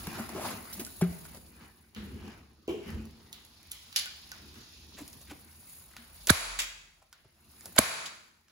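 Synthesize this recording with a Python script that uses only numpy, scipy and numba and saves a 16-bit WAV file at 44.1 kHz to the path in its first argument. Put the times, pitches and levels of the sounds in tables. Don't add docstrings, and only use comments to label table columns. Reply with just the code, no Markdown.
import sys
import numpy as np
from scipy import signal
from scipy.fft import rfft, irfft, next_fast_len
from scipy.io import wavfile
from scipy.ndimage import uniform_filter1d, map_coordinates
from numba import njit

SR = 44100
rng = np.random.default_rng(int(sys.argv[2]) if len(sys.argv) > 2 else 0)


def int16_out(signal):
    q = np.round(np.clip(np.atleast_2d(signal).T, -1, 1) * 32767)
    wavfile.write(sys.argv[1], SR, q.astype(np.int16))


def field_ratio(decibels):
    return 10 ** (np.asarray(decibels, dtype=float) / 20)


N = 375291

# f/Hz, relative level/dB
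DEEP_TONE = [(18, -21.5), (30, -20.5), (65, 2), (81, 3), (107, -14), (130, -9), (170, -6.5), (290, -120)]
BOARD_TONE = [(59, -29), (100, 1), (156, -6), (221, 4.5), (279, -4), (334, -1), (520, -14.5), (680, -35),
              (1140, -120)]
RUB_TONE = [(260, -37.5), (450, -13.5), (682, -8), (980, -9.5), (1250, -10), (2300, -8.5), (2990, -14),
            (5060, -120)]
RUSTLE_TONE = [(1180, -63.5), (2000, -24.5), (2520, -2), (2970, -4), (3660, 1), (4840, 2), (5510, -1.5),
               (7200, -9.5), (9360, -73.5), (15800, -120)]
FIZZ_TONE = [(5800, -24.5), (6800, -1.5), (7600, -13), (8800, 9), (11000, 2.5), (13000, 2.5), (15600, 2.5),
             (16400, -45)]
SLIDE_TONE = [(1900, -27.5), (2350, -5), (2550, -11), (2650, -6), (2850, -1), (3150, -4), (3900, -38.5)]
# t/s, level/dB
BACKGROUND = [(0, -58.5), (0.7, -62), (1.3, -63.5), (1.5, -70), (1.93, -74.5), (2.05, -61), (2.45, -71),
              (2.64, -77), (2.78, -76), (3.25, -66), (3.92, -68), (4.25, -65), (5.2, -68), (6.25, -65),
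              (6.9, -73), (7.11, -79), (7.2, -73), (7.33, -76), (7.45, -71), (7.6, -70), (7.9, -69.5),
              (8.3, -78.5), (8.5, -78.5)]
BACKGROUND_MIX_DB = [2.5, -4, -0.5, -3.5, 1.5]
# peak t/s, level/dB, rise/s, fall/s
HUM = [(6.36, -48, 0.1, 0.45), (6.52, -47, 0.4, 0.2348)]
# peak t/s, board level/dB, rise/s, fall/s, deep part over it/dB
SHOVES = [(0.05, -57, 3, 0.4, 6.5), (0.36, -38, 0, -0.06, -12), (0.549, -58, 2, -0.5, -13),
          (1.12, -52, 0.2, 0.0031, 6), (1.38, -61.5, 0.5, 0.94, 3), (1.965, -46, -0.09, 0.51, -2),
          (2.14, -51, 0.1107, 0.35, 4.5), (2.28, -48, 0.326, 0.0548, -5), (2.692, -42.5, -0.04, 0.17, -11),
          (2.94, -43.5, 0.1193, 0.24, 4), (3.05, -62, 0.83, 1.58, -17), (4.49, -55, 0.32, 0.3116, -1.5),
          (5.05, -57, 0.664, -0.1, -2), (5.321, -61, 0.9, 0.6234, 3.5), (7.53, -68.5, 0.45, 1.1, -5.5),
          (7.668, -57.5, -0.5, 0.66, -15), (7.8, -46.5, -0.05, 0.092, 8)]
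# peak t/s, level/dB, rise/s, fall/s, brightness/dB
RUBS = [(0.17, -45, 0.3, 0.2, -8), (0.38, -50, 0.2, 0.54, -24), (0.47, -41.5, 0.08, 0.12, 3),
        (0.54, -46.5, 0.5, 0.11, -2), (0.82, -53.5, 0.55, 0.02, 6.5), (1.38, -59.5, 0.33, -0.1, -1.5),
        (1.64, -57.5, 0.23, 0.2, -7.5), (2.3, -52.5, 0.23, 0.1804, -9.5), (2.891, -51, 0.1642, 0.27, -7),
        (5.049, -70, 0.02, 1.3, 13.5), (7.678, -61, 0.29, 0.5002, 8.5)]
RUB_MIX_DB = [-1, -0.5, -5, -0.5]
RUB_BRIGHTNESS_SHARES = [-.2, -0.034, 0.36, 1.23]
# peak t/s, level/dB, rise/s, fall/s, fizz over it/dB
SWISHES = [(0.02, -55, 4, 0.85, 9.5), (0.95, -64.5, 2, 0.98, 14.5), (1.1, -59, 0.8, 0.62, 10),
           (3.2, -67.5, 1.9, 0.4, -19), (3.78, -59, 0.5, 3.3, -2), (4.38, -58.5, 1.5, 1, -5),
           (4.74, -55.5, 0.5, 0.86, -7.5), (4.93, -56, .02, 0.53, -17), (5.76, -63.5, 0.4, 0.23, 16),
           (6.25, -58, 0.5, 0.47, 7.5), (7.52, -66.5, 0.15, 1.2, 3.5)]
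# peak t/s, level/dB, rise/s, fall/s
SLIDES = [(1.955, -55, .006, 0.08), (2.28, -60, 0.3, 0.15), (2.683, -48, .004, .22), (2.88, -58, .08, .14)]
# t/s, relative level/dB, centre f/Hz, treble/dB, t60/s
RATTLES = [(3.9608, -27, 4302, -19, 0.21567), (6.591, -33, 2400, -4, 0.22), (8.06, -41, 3596, -4.5, 0.1)]
# t/s, level/dB, body f/Hz, t60/s, fizz/dB
SCUFFS = [(0.0688, -37, 1200, 0.03088, -14), (0.179, -42, 866, 0.175, -15), (0.125, -48, 898, 0.046, -14),
          (0.2905, -40.5, 795, 0.024, -25), (0.348, -40.5, 640, 0.3, -23.5),
          (0.401, -41, 1000, 0.23, -10.5), (0.438, -38, 950, 0.14, -19.5), (0.5, -39, 1000, 0.092, -7.5),
          (0.726, -35.5, 2100, 0.084, 21), (0.794, -33, 1630, 0.073, 8.5), (.8, -43.5, 687.1, 0.102, -9.5),
          (1.011, -30, 733, 0.037, -13), (1.014, -39, 1490, 0.1228, -21), (1.25, -47, 1100, 0.054, -4),
          (1.345, -46.5, 600, 0.046, -8), (2.68, -41.5, 570, 0.1694, -32), (4.967, -52, 1900, 0.19, -12.5),
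          (4.979, -49, 670, 0.14, -9.5), (5.009, -50, 876, 0.0606, -3.5), (5.207, -57.5, 706, 0.1, -11),
          (5.27, -59.5, 2060, 0.22, -14.5), (5.293, -51.5, 2140, 0.13, -22),
          (5.308, -44.5, 906, 0.049, -16), (5.909, -59.5, 1780, 0.064, -4.5),
          (5.932, -58.5, 1498, 0.09, -16), (6.272, -41.5, 467, 0.081, -21.5),
          (7.018, -61, 797.4, 0.051, -16), (7.246, -62, 700, 0.03853, -20.5),
          (7.656, -44.5, 604.2, 0.031, -20), (7.757, -43, 1900, 0.11, -11.5),
          (7.7635, -38, 544.4, 0.04237, -14)]
# t/s, peak level/dB, ring f/Hz, relative body/dB, echo/dB
CLICKS = [(0.071, -34.5, 1300, -6, -15), (0.292, -36, 750, -8, -15), (0.3484, -42, 900, -12, -9),
          (0.849, -33, 8930, -18, -10), (0.8656, -38, 9880, 5, -14.5), (0.903, -47, 9500, -14.5, -10),
          (1.2529, -47, 11620, 14, -6), (1.372, -46, 10100, 0.5, -23), (1.9482, -44, 4300, 8, 7.5),
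          (2.678, -42, 3000, -35, 7.5), (2.8703, -51, 2820, -16, 10), (2.879, -49.5, 12700, -20, -14),
          (2.9036, -45, 11000, -22, -10), (2.949, -54, 10530, -20, -7), (3.0543, -46, 11900, -8, -4.5),
          (3.109, -56, 11000, -26, -10), (3.3282, -34, 4089, -9.5, -4.5), (3.4497, -48, 11090, -20, -7),
          (3.63, -49, 10400, -20, -10), (3.7005, -59, 13000, 11, -21), (3.712, -43, 3000, -3, -9),
          (3.7161, -28.5, 10200, -7, -5), (3.717, -34, 3570, -9.5, -4), (3.9268, -40.5, 4307, 1, 0.5),
          (3.9544, -43.5, 4840, -36, -8.5), (3.9615, -23, 4870, -5, -3), (4.02, -38, 3300, -7, -12),
          (4.058, -33.5, 2890, 9, -15), (4.317, -35, 5700, 8, -5.5), (4.5424, -49, 11190, 11, 5),
          (5.078, -41, 10200, -37, -16), (5.13, -44, 10200, -30.5, -16.5), (5.215, -47.5, 9700, -20.5, -10),
          (5.516, -52.5, 10300, -5, -3.5), (5.697, -50, 9753, -11.5, -13.5), (5.9658, -39, 4400, 9.5, -5.5),
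          (6.2708, -21.5, 10900, -13, 8.5), (6.2726, -28.5, 4400, -2, -4.5), (6.275, -29, 2400, -1, -4.5),
          (6.5894, -25.5, 7330, 0, 1.5), (7.026, -58.5, 2310, -3, -12), (7.1276, -44, 4749, 7, -7),
          (7.6086, -43.5, 1700, -25.5, -14), (7.6571, -32.5, 10400, -11, -13),
          (7.7624, -28, 12990, -20.5, 2), (7.7625, -41.5, 2203, -14.5, 0), (8.057, -37, 3716, 1, -20),
          (8.4829, -57.5, 5410, 4.5, 3)]
# t/s, level/dB, f/Hz, box notes/dB, t60/s
KNOCKS = [(0.077, -26.5, 184, -9, 0.0434), (0.198, -29, 221, -11, 0.11), (0.353, -42.5, 330, 8.5, 0.28),
          (0.78, -40, 202.6, -19, 0.1982), (0.797, -37, 365.5, -9, 0.06),
          (0.818, -26.5, 241, -20.5, 0.0274), (1.023, -16, 176, -6.5, 0.18), (1.374, -46, 231, 1, 0.03),
          (1.964, -39.5, 214.5, -28, 0.4), (2.03, -36, 205.4, -18, 0.17), (2.6836, -17.5, 385, -8.5, 0.012),
          (2.6954, -24, 344.5, -11, 0.08), (2.7186, -30, 387.3, -16, 0.03), (2.729, -26, 355, -11, 0.033),
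          (2.7441, -32.5, 422, -12, 0.13), (2.7596, -32.5, 407, -16, 0.0373), (2.773, -40.5, 344, -3, 0.18),
          (2.813, -41.5, 402, -22, 0.1), (2.863, -45, 197, -15.5, 0.5), (2.886, -49.5, 226.7, 0.5, 1.3),
          (2.967, -36, 220, -11.5, 0.35), (5.009, -38.5, 295, -15.5, 0.05), (5.022, -34, 267, -19, 0.03),
          (5.318, -39.5, 294.2, -7, 0.06), (5.985, -51.5, 233, -17.5, 0.2), (7.256, -52, 122.4, -5, 0.05)]
# blow t/s, scrape/dB, frame's low ring/dB, knock/dB, thump/dB, final thump f/Hz, thump delay/ms
SHOTS = [(6.3028, -7.5, 7.5, -4.5, -0.5, 75.28, 1.6), (7.7887, -12.5, -4.5, 2.5, -1.5, 180, 2.7)]
# f/Hz, width/Hz, level/dB
FRAME = [(2358, 290, 2.5), (2400, 3600, -5), (4400, 750, 2.5), (7360, 440, -11.5)]
# f/Hz, width/Hz, level/dB
STOP = [(1700, 150, 2.5), (5160, 3000, -24), (9500, 1900, 13.5), (14433, 1100, 4.5)]
# f/Hz, width/Hz, level/dB
BOARD = [(136.06, 75, 4.5), (444.4, 150, 1.5), (640, 64, 7), (910, 55, -4.5), (1077, 33, 2.5),
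         (1610, 26, -4.5), (1552, 200, -3), (1820, 63, -2), (2090, 55, -5), (2520, 180, -6)]
# f/Hz, width/Hz, level/dB
STEEL = [(2400, 84, -4), (2882, 150, -19), (3280, 160, -2), (3893, 45, 10), (4560, 78, 9), (4870, 17, 0),
         (6835.3, 99, -18), (7643, 97, -10.5), (8730, 92, -14), (9790, 78, 5), (10200, 310, 9),
         (12100, 25, -17.5)]
# f/Hz, relative level/dB
BANG = [(150, -19.5), (400, -15), (600, -11), (900, -4), (1350, 2.5), (1750, -2.5), (2350, 0), (2750, -4.5),
        (3300, -5), (4500, 1), (5500, -1.5), (6500, 1), (10000, 5.5), (16000, -8.5)]
# f/Hz, t60/s, relative level/dB
SHOP = [(150, 0.88, -1.5), (473, 0.62, 5.5), (1200, 0.7, -0.5), (3000, 0.66724, 1), (6949, 0.69, -8.5),
        (10400, 0.5683, -9), (13516, 0.17, -2), (16000, 0.61, -7.5)]
# f/Hz, correlation [1]
ALIKE = [(30, 0.9), (100, 0.974), (350, 0.791), (800, 0.11), (2000, 0.099), (7000, 0.03)]
# t/s, lag of the left side/ms
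HAND = [(0, -.08), (1.5, -.08), (1.9, .19), (4.4, .19), (4.9, 0), (8.5, .03)]
# f/Hz, left over right/dB
PORTS = [(150, 0), (800, 2), (3000, .5), (5800, -2.5), (7500, -1.5)]
FRAME_HZ = 1480


def unit(x):
    return x / np.sqrt(np.mean(x ** 2) + 1e-20)


def along(hz_points, values, hz):
    return np.interp(np.log(hz + 1), np.log(np.asarray(hz_points) + 1), values)


def curves(rows):
    s, *columns = np.transpose(rows)
    return [np.interp(np.arange(N) / SR, s, column) for column in columns]


def wobble(rate_hz):
    knots = rng.standard_normal(int(N * rate_hz / SR) + 4)
    return map_coordinates(knots, [np.arange(N) * rate_hz / SR])


def filtered(x, response):
    n = x.shape[-1]
    size = next_fast_len(n + 4096)
    return irfft(rfft(x, size) * response(np.fft.rfftfreq(size, 1 / SR)), size)[..., :n]


def resonances(modes):
    def response(f):
        return sum((-1) ** k * field_ratio(db) * 1j * f * width / (hz * hz - f * f + 1j * f * width)
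                   for k, (hz, width, db) in enumerate(modes))
    return response


def impulse(response, energy, size):
    blow = filtered(np.arange(size) == size // 2, response)
    return blow * np.sqrt(energy / np.sum(blow ** 2))


def add(track, s, sound):
    part = track[..., round(s * SR):][..., :sound.shape[-1]]
    part += sound[..., :part.shape[-1]]


def placed(track, s, sound):
    pair = np.broadcast_to(sound, (2, sound.shape[-1]))
    half_lag_s = np.interp(s, *np.transpose(HAND)) / 2000
    add(track[0], s + half_lag_s, pair[0])
    add(track[1], s - half_lag_s, pair[1])


def swells(rows, over_db=0):
    s, db, rise_s, fall_s = np.array(rows).T[:4, :, None]
    t = np.arange(0, N, 64) / SR
    before = (s - t) / np.maximum(rise_s, .004)
    after = (t - s) / np.maximum(fall_s, .004)
    level_db = db + np.reshape(over_db, (-1, 1)) - 20 * np.maximum(before, after)
    return np.interp(np.arange(N) / SR, t, np.sum(field_ratio(2 * level_db), axis=0))


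def rush(tone, grain_db=0, rate_hz=60, patchy_db=0):
    noise = rng.standard_normal((2, N)) * field_ratio(grain_db * wobble(rate_hz))
    z = signal.stft(noise, nperseg=512)[2]
    patches = uniform_filter1d(rng.standard_normal(z.shape[1:]), size=3, axis=0)
    patches = uniform_filter1d(patches, size=12, axis=1)
    pair = signal.istft(z * field_ratio(patchy_db * unit(patches)), nperseg=512)[1][:, :N]

    def mid_side(hz):
        angle = np.arccos(np.clip(along(*np.transpose(ALIKE), hz), -1, 1)) / 2
        return field_ratio(along(*np.transpose(tone), hz)) * [np.cos(angle), np.sin(angle)]

    mid, side = filtered(pair, mid_side)
    return unit(np.array([mid + side, mid - side]))


def background(part):
    return field_ratio(2 * (curves(BACKGROUND)[0] + BACKGROUND_MIX_DB[part]))


def rumble():
    hum = np.sqrt(2) * np.sin(2 * np.pi * np.cumsum(43 + 1.5 * wobble(7.8)) / SR)
    deep_power = background(part=0) + swells(SHOVES, np.array(SHOVES)[:, -1])
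    return np.sqrt(deep_power) * rush(DEEP_TONE) + np.sqrt(swells(HUM)) * hum


def crackle(rate_hz, spread_db):
    pops = (rng.random(N) < rate_hz / SR) * field_ratio(spread_db * rng.standard_normal(N))
    pops *= rng.choice([-1, 1], size=N)
    return unit(filtered(pops, resonances([(950, 500, 8.5), (1900, 560, -2.5), (2234, 3500, -8.5)])))


def handling():
    bright_db, fizz_db = np.array(RUBS)[:, -1], np.array(SWISHES)[:, -1]
    board_power, rub_power, rustle_power, fizz_power = [
        swells(RUBS, db + share * bright_db) + background(part=k + 1)
        for k, (db, share) in enumerate(zip(RUB_MIX_DB, RUB_BRIGHTNESS_SHARES))]
    board_power = board_power + swells(SHOVES)
    rustle_power = rustle_power + swells(SWISHES)
    fizz_power = fizz_power + swells(SWISHES, fizz_db)
    board = np.sqrt(board_power) * rush(BOARD_TONE, grain_db=-2.0, rate_hz=25)
    rub = rush(RUB_TONE, grain_db=1.0, rate_hz=75, patchy_db=3.5) + 0.58 * crackle(rate_hz=350, spread_db=2.5)
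    rub = np.sqrt(rub_power) * rub
    rustle = np.sqrt(rustle_power) * rush(RUSTLE_TONE, grain_db=1.5, rate_hz=90, patchy_db=1.6)
    fizz = np.sqrt(fizz_power) * rush(FIZZ_TONE, grain_db=2.2, rate_hz=150, patchy_db=1.2)
    slide = np.sqrt(swells(SLIDES)) * rush(SLIDE_TONE, grain_db=0.0, rate_hz=86)
    return board + rub + rustle + fizz + slide


def scuffs(near, far):
    t = np.arange(SR // 6) / SR
    for s, db, hz, t60_s, fizz_db in SCUFFS:
        crease_db = 2.1 * rng.standard_normal(len(t) // 50 + 1)
        creases = rng.standard_normal(len(t)) * np.repeat(field_ratio(crease_db), repeats=50)[:len(t)]

        def colour(f):
            body = resonances([(hz, 1.1 * hz, 0)])(f) ** 2 * (1 + 0.19 * resonances(BOARD)(f))
            return body + resonances([(2300, 1500, -18), (10000, 6000, fizz_db)])(f)

        stroke = (1 - np.exp(-t / (0.066 * t60_s))) * field_ratio(-60 * t / t60_s)
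        sound = field_ratio(db) * unit(filtered(creases, colour)) * stroke / stroke.max()
        placed(near, s, sound)
        add(far, s, sound * field_ratio(-11.5))


def rattles(near, far):
    t = np.arange(SR // 4) / SR
    for s, db, hz, treble_db, t60_s in RATTLES:
        bounces = np.repeat(rng.standard_normal(len(t) // 150 + 1), repeats=150)[:len(t)]
        chatter = rng.standard_normal((2, len(t))) * field_ratio(2 * bounces - 60 * t / t60_s)
        thin_parts = [(c, 2.2 * width, level - 9.5) for c, width, level in STEEL]
        colour = resonances([(hz, 0.51 * hz, 0), (9000, 6000, treble_db)] + thin_parts)
        sound = field_ratio(db) * filtered(chatter, colour) * np.sqrt(SR / hz)
        placed(near, s, sound)
        add(far, s, sound[0] * field_ratio(-10.5))


def clicks(near, far):
    t = np.arange(SR // 12) / SR
    for s, db, hz, body_db, echo_db in CLICKS:
        tick, buzz = field_ratio(-60 * t / .006), 0.19 * field_ratio(-60 * t / 0.093)
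        contact = 1 - np.exp(-(t / .0004) ** 2)
        burst = rng.standard_normal(len(t)) * contact * (tick + buzz)
        burst[16] += 3
        broad = [(FRAME_HZ, 600, body_db - 2), (hz, 0.31 * hz, 0), (2900, 1800, -12), (9000, 16000, -5)]
        narrow = [(hz, 0.026 * hz, 5), (FRAME_HZ, 35, body_db + 9.5)]
        sound = filtered(burst, resonances(broad + narrow))
        sound *= field_ratio(db) / np.sqrt(np.max(uniform_filter1d(sound ** 2, size=100)))
        placed(near, s, sound * field_ratio([[-1.2], [1.2]]))
        echo = impulse(resonances(broad), np.sum(sound ** 2), size=512)
        add(far, s, echo * field_ratio(echo_db))


def knocks(near, far):
    t = np.arange(SR // 3) / SR
    for s, db, hz, box_db, t60_s in KNOCKS:
        box = np.sin(2 * np.pi * 380.4 * t) + 0.24 * np.sin(2 * np.pi * 420.5 * t)
        ring = np.sin(2 * np.pi * hz * t) + field_ratio(box_db - 60 * t / 0.24) * box
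        ring *= (1 - np.exp(-t / 0.002)) * field_ratio(db - 60 * (t / t60_s) ** 1.407)
        placed(near, s - .003, ring)
        add(far, s - .003, ring * field_ratio(-13 - 60 * t / 0.065))


def shots(near, far):
    lead_s = .02
    pressed_hz = 345
    t = np.arange(SR // 5) / SR - lead_s
    after = np.maximum(t, 0)
    for s, scrape_db, low_db, knock_db, thump_db, thump_hz, wait_ms in SHOTS:
        speed = np.exp(-(np.minimum(t + .0022, 0) / .005) ** 2) * field_ratio(-60 * after / .035)
        frame = resonances([(FRAME_HZ, 210, low_db)] + FRAME)
        scrape = unit(filtered(rng.standard_normal((2, len(t))), frame)) * speed * field_ratio(scrape_db)

        hit = np.exp(np.minimum(t, 0) / .0011) * field_ratio(-60 * after / .024)
        crack = unit(filtered(rng.standard_normal((2, len(t))), resonances(STOP))) * hit * field_ratio(2.04)

        blow = np.exp(-((t - .0007) / 0.00018) ** 2) + 0.34 * hit * rng.standard_normal(len(t))
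        knock = filtered(blow, resonances(BOARD + [(1000, 1200, -1.7)]))
        knock *= field_ratio(knock_db) / np.abs(knock).max()

        spring = np.maximum(t - wait_ms / 1000, 0)
        pitch_hz = thump_hz + (pressed_hz - thump_hz) * np.exp(-spring / 0.0041)
        phase = 2 * np.pi * np.cumsum(pitch_hz * (spring > 0)) / SR
        thump = -np.sin(phase) * field_ratio(thump_db - 60 * spring * thump_hz / 5.6)
        add(near, s - lead_s, (scrape + crack) * field_ratio([[-5], [3]]) + knock + thump)

        def bang_response(hz):
            board = field_ratio(knock_db - 3.0) * np.abs(resonances(BOARD)(hz))
            steel = field_ratio(-11.0) * np.abs(resonances(STEEL)(hz))
            return field_ratio(along(*np.transpose(BANG), hz)) * (1 + board + steel)

        bang = impulse(bang_response, field_ratio(2 * 16.5), size=2048)
        add(far, s - 1024 / SR, bang)


def workshop(x):
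    hz_points, t60_s, db = np.transpose(SHOP)
    hz, t, z = signal.stft(rng.standard_normal((2, SR)), SR, nperseg=256)
    gain = field_ratio(along(hz_points, db, hz)[:, None] - 60 * t / along(hz_points, t60_s, hz)[:, None])
    gain *= 1 - np.exp(-t / 0.00089)
    tail = signal.istft(z * gain, SR, nperseg=256)[1]
    tail = tail / np.linalg.norm(tail[0])
    late = np.pad(x, (250, 0))[None]
    return signal.fftconvolve(late, tail, axes=1)[:, :N]


def scene():
    near, far = np.zeros((2, N)), np.zeros(N)
    background_and_hands = rumble() + handling()
    scuffs(near, far)
    rattles(near, far)
    clicks(near, far)
    knocks(near, far)
    shots(near, far)
    return near + workshop(far) + background_and_hands


def ports(x):
    sides = np.array([[1], [-1]])

    def treble_share(hz):
        return 1 / (1 + (7300 / (hz + 1)) ** 24)

    def low_response(hz):
        return np.sqrt(1 - treble_share(hz)) * field_ratio(sides * along(*np.transpose(PORTS), hz) / 2)

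    def high_response(hz):
        half_lag_rad = np.pi * (hz - 6100) / 4870
        top_cut = 1 + (hz / 16000) ** 120
        return np.sqrt(treble_share(hz) / top_cut) * np.exp(-1j * sides * half_lag_rad)

    return filtered(x, low_response) + filtered(x.mean(axis=0), high_response)


@njit
def follow(power, rise, fall):
    out, level = np.empty_like(power), 0.
    for i in range(len(power)):
        level += (power[i] - level) * (rise if power[i] > level else fall)
        out[i] = level
    return out


def compressor(x, knee_db, share, rise_s, fall_s):
    power = np.abs(uniform_filter1d(np.mean(x ** 2, axis=0), size=200))
    level_db = 10 * np.log10(follow(power, 1 / (rise_s * SR), 1 / (fall_s * SR)) + 1e-12)
    return x * field_ratio(-share * np.maximum(level_db - knee_db, 0))


def roll_off(x):
    return signal.sosfilt(signal.butter(12, 16840, fs=SR, output="sos"), x)


def record(dry):
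    mix = compressor(ports(dry), knee_db=-29.0, share=0.68, rise_s=0.068, fall_s=0.056)
    mix = mix / (1 + np.abs(mix / .95) ** 4) ** .25
    return roll_off(mix)


dry = scene()
out = record(dry)
int16_out(out)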